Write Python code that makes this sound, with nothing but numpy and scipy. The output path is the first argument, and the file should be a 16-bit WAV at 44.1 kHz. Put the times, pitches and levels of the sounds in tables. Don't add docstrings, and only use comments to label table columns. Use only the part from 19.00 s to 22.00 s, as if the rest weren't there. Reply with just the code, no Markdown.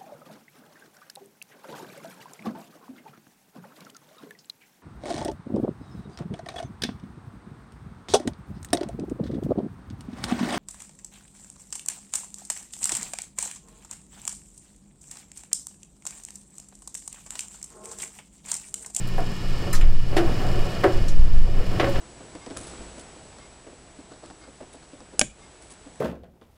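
import sys
import numpy as np
from scipy import signal
from scipy.fft import rfft, irfft, next_fast_len
from scipy.io import wavfile
from scipy.ndimage import map_coordinates

SR = 44100
rng = np.random.default_rng(int(sys.argv[2]) if len(sys.argv) > 2 else 0)


def unload_wav(signal):
    wavfile.write(
        sys.argv[1],
        SR,
        np.round(np.clip(np.atleast_2d(signal).T, -1, 1) * 32767).astype(np.int16),
    )


N = 132300
RING_T = np.arange(SR * 3 // 5) / SR
TWIN_DB = -9.5


def amp(db):
    return 10 ** (np.asarray(db) / 20)


def unit(x):
    return x / np.sqrt(np.mean(x ** 2) + 1e-20)


def along(points, hz):
    point_hz, value = np.transpose(points)
    return np.interp(np.log(hz + 1), np.log(point_hz + 1), value)


def curve(rows):
    return np.interp(np.arange(N) / SR, *np.transpose(rows))


def wobble(knots_per_s):
    knots = rng.standard_normal(int(N * knots_per_s / SR) + 4)
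    return map_coordinates(knots, [np.arange(N) * knots_per_s / SR])


def filtered(x, response):
    size = next_fast_len(len(x) + SR // 2)
    spectrum = rfft(x, size) * response(np.fft.rfftfreq(size, 1 / SR))
    return irfft(spectrum, size)[:len(x)]


def noise(spectrum):
    return unit(filtered(rng.standard_normal(N), lambda hz: amp(along(spectrum, hz))))


def specks(per_s):
    return (rng.random(N) < per_s / SR) * rng.standard_normal(N)


def fade(t, t60):
    return np.exp(-np.log(1000) * t / t60)


def rise(attack_s):
    return 1 - np.exp(-RING_T / attack_s)


def add(track, start_s, sound):
    part = track[round(start_s * SR):][:len(sound)]
    part += sound[:len(part)]


def ring(modes, lift_db, split):
    hz, db, t60 = np.transpose(modes)
    gain = amp(db + lift_db + rng.standard_normal(len(hz)))
    twin_hz = hz * (1 + split * rng.standard_normal(len(hz)))
    start_cycles = rng.random((len(hz), 1))

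    def tone(f):
        return np.sin(2 * np.pi * (f[:, None] * RING_T + start_cycles))

    pairs = tone(hz) + amp(TWIN_DB) * tone(twin_hz)
    return gain @ (pairs * fade(RING_T, t60[:, None])) / (1 + amp(TWIN_DB))


# start_s, ring_gain_db, favoured_pitch_hz, favoured_lift_db,
# clatter_level_db, clatter_cutoff_hz
STRAINER_KNOCKS = [(.181, -22.5, 713, 25, -27.5, 1520), (1.1668, -8, 338, 16.5, -20.5, 4660),
                   (1.178, -17, 1100, 11, -23, 3460), (1.217, -14, 330, 18, -35, 1500),
                   (1.268, -23, 342, 10, -32, 900), (1.836, -4, 578, 11, -19, 2260),
                   (1.841, -0.5, 359, 9, -18, 2130), (2.7978, -8.5, 510, 2, -17.5, 3230),
                   (2.829, -15, 535, 12, -29, 1900), (2.843, -17, 1450, 10, -24, 2970),
                   (2.868, -10.5, 536, 14, -33.5, 2600), (2.957, -46, 535, 5, -30, 3530)]
# pitch_hz, relative_level_db, t60_s
TANK_MODES = [(308, -25, .25), (335, -20, .32), (353, -22, .22), (386, -18, .24), (465, -28, .25),
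              (502, -27, .25), (549, -25, .34), (568, -19, .26), (635, -28, .25), (682, -26, .25),
              (738, -21, .22), (1095, -24, .15), (1357, -29, .2), (1510, -30, .18)]
SPOT_OCTAVES = .1
TANK_SPLIT = .015
RING_ATTACK_S = .002


def strainer():
    out = np.zeros(N)
    mode_hz = np.transpose(TANK_MODES)[0]
    for start_s, ring_db, spot_hz, lift_db, clatter_db, cut_hz in STRAINER_KNOCKS:
        favour = np.exp(-.5 * (np.log2(mode_hz / spot_hz) / SPOT_OCTAVES) ** 2)
        tank_ring = ring(TANK_MODES, lift_db * favour, TANK_SPLIT) * rise(RING_ATTACK_S)
        add(out, start_s, amp(ring_db) * tank_ring)
        add(out, start_s, amp(clatter_db) * clatter(cut_hz))
    return out


# frequency_hz, relative_density_db_per_hz
CLATTER_SPECTRUM = [(100, -30), (220, -3), (330, 10), (480, 4.5), (740, 8.5), (860, -2.5), (1150, 0),
                    (1500, 1.5), (1980, 1.5), (2250, -2.5), (2800, -1), (3800, -4), (5200, -2), (8000, -14),
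                    (16000, -36)]
# frequency_hz, t60_s
CLATTER_DECAY = [(300, 0.31), (1000, 0.25), (2500, 0.12), (6000, 0.13), (14000, .07)]
CLATTER_ATTACK_S = .0015
CRACK_DB, CRACK_T60_S = 2, .014


def clatter(cut_hz):
    def colour(hz):
        return amp(along(CLATTER_SPECTRUM, hz)) / np.sqrt(1 + (hz / cut_hz) ** 6)

    steady = unit(filtered(rng.standard_normal(len(RING_T)), colour))
    hz, t, bands = signal.stft(steady, SR, nperseg=256)
    decaying = bands * fade(t, along(CLATTER_DECAY, hz)[:, None])
    tail = signal.istft(decaying, SR, nperseg=256)[1][:len(RING_T)]
    crack = unit(filtered(rng.standard_normal(len(RING_T)), colour)) * fade(RING_T, CRACK_T60_S)
    return tail * rise(CLATTER_ATTACK_S) + amp(CRACK_DB) * crack


# start_s, ring_gain_db, rasp_level_db, rasp_centre_hz
TONG_CLINKS = [(0.071, -20, -48, 11600), (0.179, -27, -50, 9000), (.489, -31, -59, 12100),
               (.729, 2.5, -33, 7800), (.732, -27, -30, 1450), (0.748, -11, -30.5, 4940),
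               (0.809, -14, -32.5, 2000), (1.1649, -20, -34.5, 7200), (1.837, -15, -49, 7160),
               (2.081, -14.5, -35.5, 5070), (2.798, -27, -46.5, 8000), (2.842, -21, -50, 5960),
               (2.888, -19, -48, 11500)]
# pitch_hz, relative_level_db, t60_s
TONG_MODES = [(1265, -35, .17), (1792, -36, .15), (4053, -34, .1), (4955, -39, .17), (5200, -40, .17),
              (6158, -40, .15), (7175, -30, .12), (7644, -41, .14), (8099, -30, .08), (9010, -42, .13),
              (10010, -38, .13), (11420, -37, .09), (12801, -41, .11), (13713, -43, .08)]
TONG_SPLIT = .00099
RASP_OCTAVES = .75
RASP_T60_S, CLINK_ATTACK_S = .15, .0015


def tongs():
    out = np.zeros(N)
    for start_s, ring_db, rasp_db, centre_hz in TONG_CLINKS:
        def band(hz):
            return 1 / (1 + (np.log2((hz + 1) / centre_hz) / RASP_OCTAVES) ** 4)

        rasp = unit(filtered(rng.standard_normal(len(RING_T)), band)) * fade(RING_T, RASP_T60_S)
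        clink = amp(ring_db) * ring(TONG_MODES, 0, TONG_SPLIT) + amp(rasp_db) * rasp
        add(out, start_s, clink * rise(CLINK_ATTACK_S))
    return out


def tank_walls(f):
    total = 0
    for k, (hz, db, t60) in enumerate(TANK_MODES):
        damping = 1j * f * np.log(1000) / np.pi / t60
        total = total + (-1) ** k * amp(db) * 1j * f / (hz * hz - f * f + damping)
    return total


# time_s, gain_db
STIR_LEVEL = [(0, -44), (.55, -40.5), (.68, -36), (.85, -42.5), (1.02, -50.5), (1.12, -32.5), (1.28, -29.5),
              (1.5, -31.5), (1.75, -34.5), (1.98, -34), (2.15, -41), (2.42, -44), (2.55, -35),
              (2.75, -34.5), (3, -32)]
# frequency_hz, relative_density_db_per_hz
SLOSH_SPECTRUM = [(120, 8), (210, -0.5), (340, -0.5), (480, -1), (700, -4.5), (900, -11.5), (1500, -15),
                  (2600, -20.5), (5000, -40.5)]
SLOSH_DB, SCRAPE_DB = 1.5, -4.5
SCRAPE_PER_S = 90
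SLOSH_SWING_DB, SLOSH_PER_S = 2.2, 25


def stirring():
    scrape = unit(filtered(specks(SCRAPE_PER_S), tank_walls))
    slosh = noise(SLOSH_SPECTRUM) * amp(SLOSH_SWING_DB * wobble(SLOSH_PER_S))
    return amp(curve(STIR_LEVEL)) * (amp(SLOSH_DB) * slosh + amp(SCRAPE_DB) * scrape)


# time_s, relative_level_db
DRAUGHT_LEVEL = [(0, -38), (.33, -35), (.39, -29.5), (.45, -33), (.72, -32.5), (.82, -11.5), (.93, -24),
                 (1.03, -28), (1.15, -28.5), (1.42, -40.5), (1.56, -24.5), (1.73, -41.5), (1.9, -43),
                 (1.97, -18.5), (2.12, -29.5), (2.18, -13), (2.3, -22), (2.4, -15), (2.52, -25),
                 (2.68, -29), (2.77, -37), (3, -34)]
# frequency_hz, relative_density_db_per_hz
BUFFET_SPECTRUM = [(2, -7.5), (9, 3), (16, 6), (24, -10), (33, -28), (44, -15.5), (60, -24), (100, -23.5),
                   (170, -53), (300, -66), (1000, -120)]
BUFFET_DB = 14.5
BUFFET_TOP = .61


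def draught():
    push = amp(curve(DRAUGHT_LEVEL) + BUFFET_DB) * noise(BUFFET_SPECTRUM)
    return BUFFET_TOP * np.tanh(push / BUFFET_TOP)


# time_s, gain_db
BACKGROUND_LEVEL = [(0.0, -49), (0.12, -48), (0.68, -45.5), (0.83, -51.5), (1.08, -49.5), (1.32, -45),
                    (1.74, -45), (1.96, -45.5), (2.18, -51), (2.43, -52), (2.87, -44.5), (3.0, -45.5)]
# frequency_hz, relative_density_db_per_hz
AIR_SPECTRUM = [(500, -20), (900, -2), (1300, -2.5), (1550, -10), (1800, -7), (2050, -12), (2550, -7),
                (3100, -6.5), (3500, -10.5), (4200, -10.5), (4800, -10.5), (5350, -15.5), (5800, -14.5),
                (6600, -19.5), (7300, -17.5), (8400, -18.5), (9100, -23.5), (11000, -27.5), (14500, -28.5),
                (16000, -41)]
# frequency_hz, relative_density_db_per_hz
ROAR_SPECTRUM = [(40, 6), (70, -8), (125, 5.5), (200, -0.5), (400, -8), (700, -23), (1100, -34.5),
                 (2000, -56.5)]
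AIR_DB, ROAR_DB, FIZZ_DB = 3, 11.5, -7.5
FIZZ_PER_S = 180


def background():
    def fizz_colour(hz):
        return amp(along(AIR_SPECTRUM, hz)) * hz / (hz + 5000)

    fizz = unit(filtered(specks(FIZZ_PER_S), fizz_colour))
    hiss = amp(AIR_DB) * noise(AIR_SPECTRUM)
    roar = amp(ROAR_DB) * noise(ROAR_SPECTRUM)
    return amp(curve(BACKGROUND_LEVEL)) * (hiss + roar + whine() + amp(FIZZ_DB) * fizz)


# pitch_hz, width_hz, level_db relative to the background envelope
FAN_WHINE = [(1717, 15.4, -7), (1828, 17.6, -7.5), (2196, 14.5, -10), (2440, 10.7, -8), (2915, 12.2, -4.5),
             (3250, 9, -18.5), (4580, 61, -10), (5170, 32, -9), (5270, 35, -10.5), (7040, 147, -16)]
FAN_TURNS_HZ, WHINE_PULSE = 22.1, .45


def whine():
    out = np.zeros(N)
    t = np.arange(N) / SR
    for hz, width_hz, db in FAN_WHINE:
        blur = np.cumsum(rng.standard_normal(N)) * np.sqrt(2 * np.pi * width_hz / SR)
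        pulse = 1 + WHINE_PULSE * np.cos(2 * np.pi * (FAN_TURNS_HZ * t + rng.random()))
        out += amp(db) * unit(pulse * np.sin(2 * np.pi * hz * t + blur))
    return out


# pitch_hz, mean_level_db (rms)
FAN_HUM = [(59.3, -47), (118.6, -35), (176.5, -40)]


def hum():
    out = np.zeros(N)
    t = np.arange(N) / SR
    for hz, db in FAN_HUM:
        gain = amp(db + .67 * wobble(6.9)) * np.sqrt(2)
        out += gain * np.sin(2 * np.pi * hz * t + .4 * wobble(5.8))
    return out


def scene():
    return (strainer() + tongs() + stirring() + background() + hum() + draught())[None]


TOP_HZ = 16000


def record(dry):
    return filtered(dry[0], lambda hz: 1 / (1 + (hz / TOP_HZ) ** 200))[None]


dry = scene()
out = record(dry)
unload_wav(out)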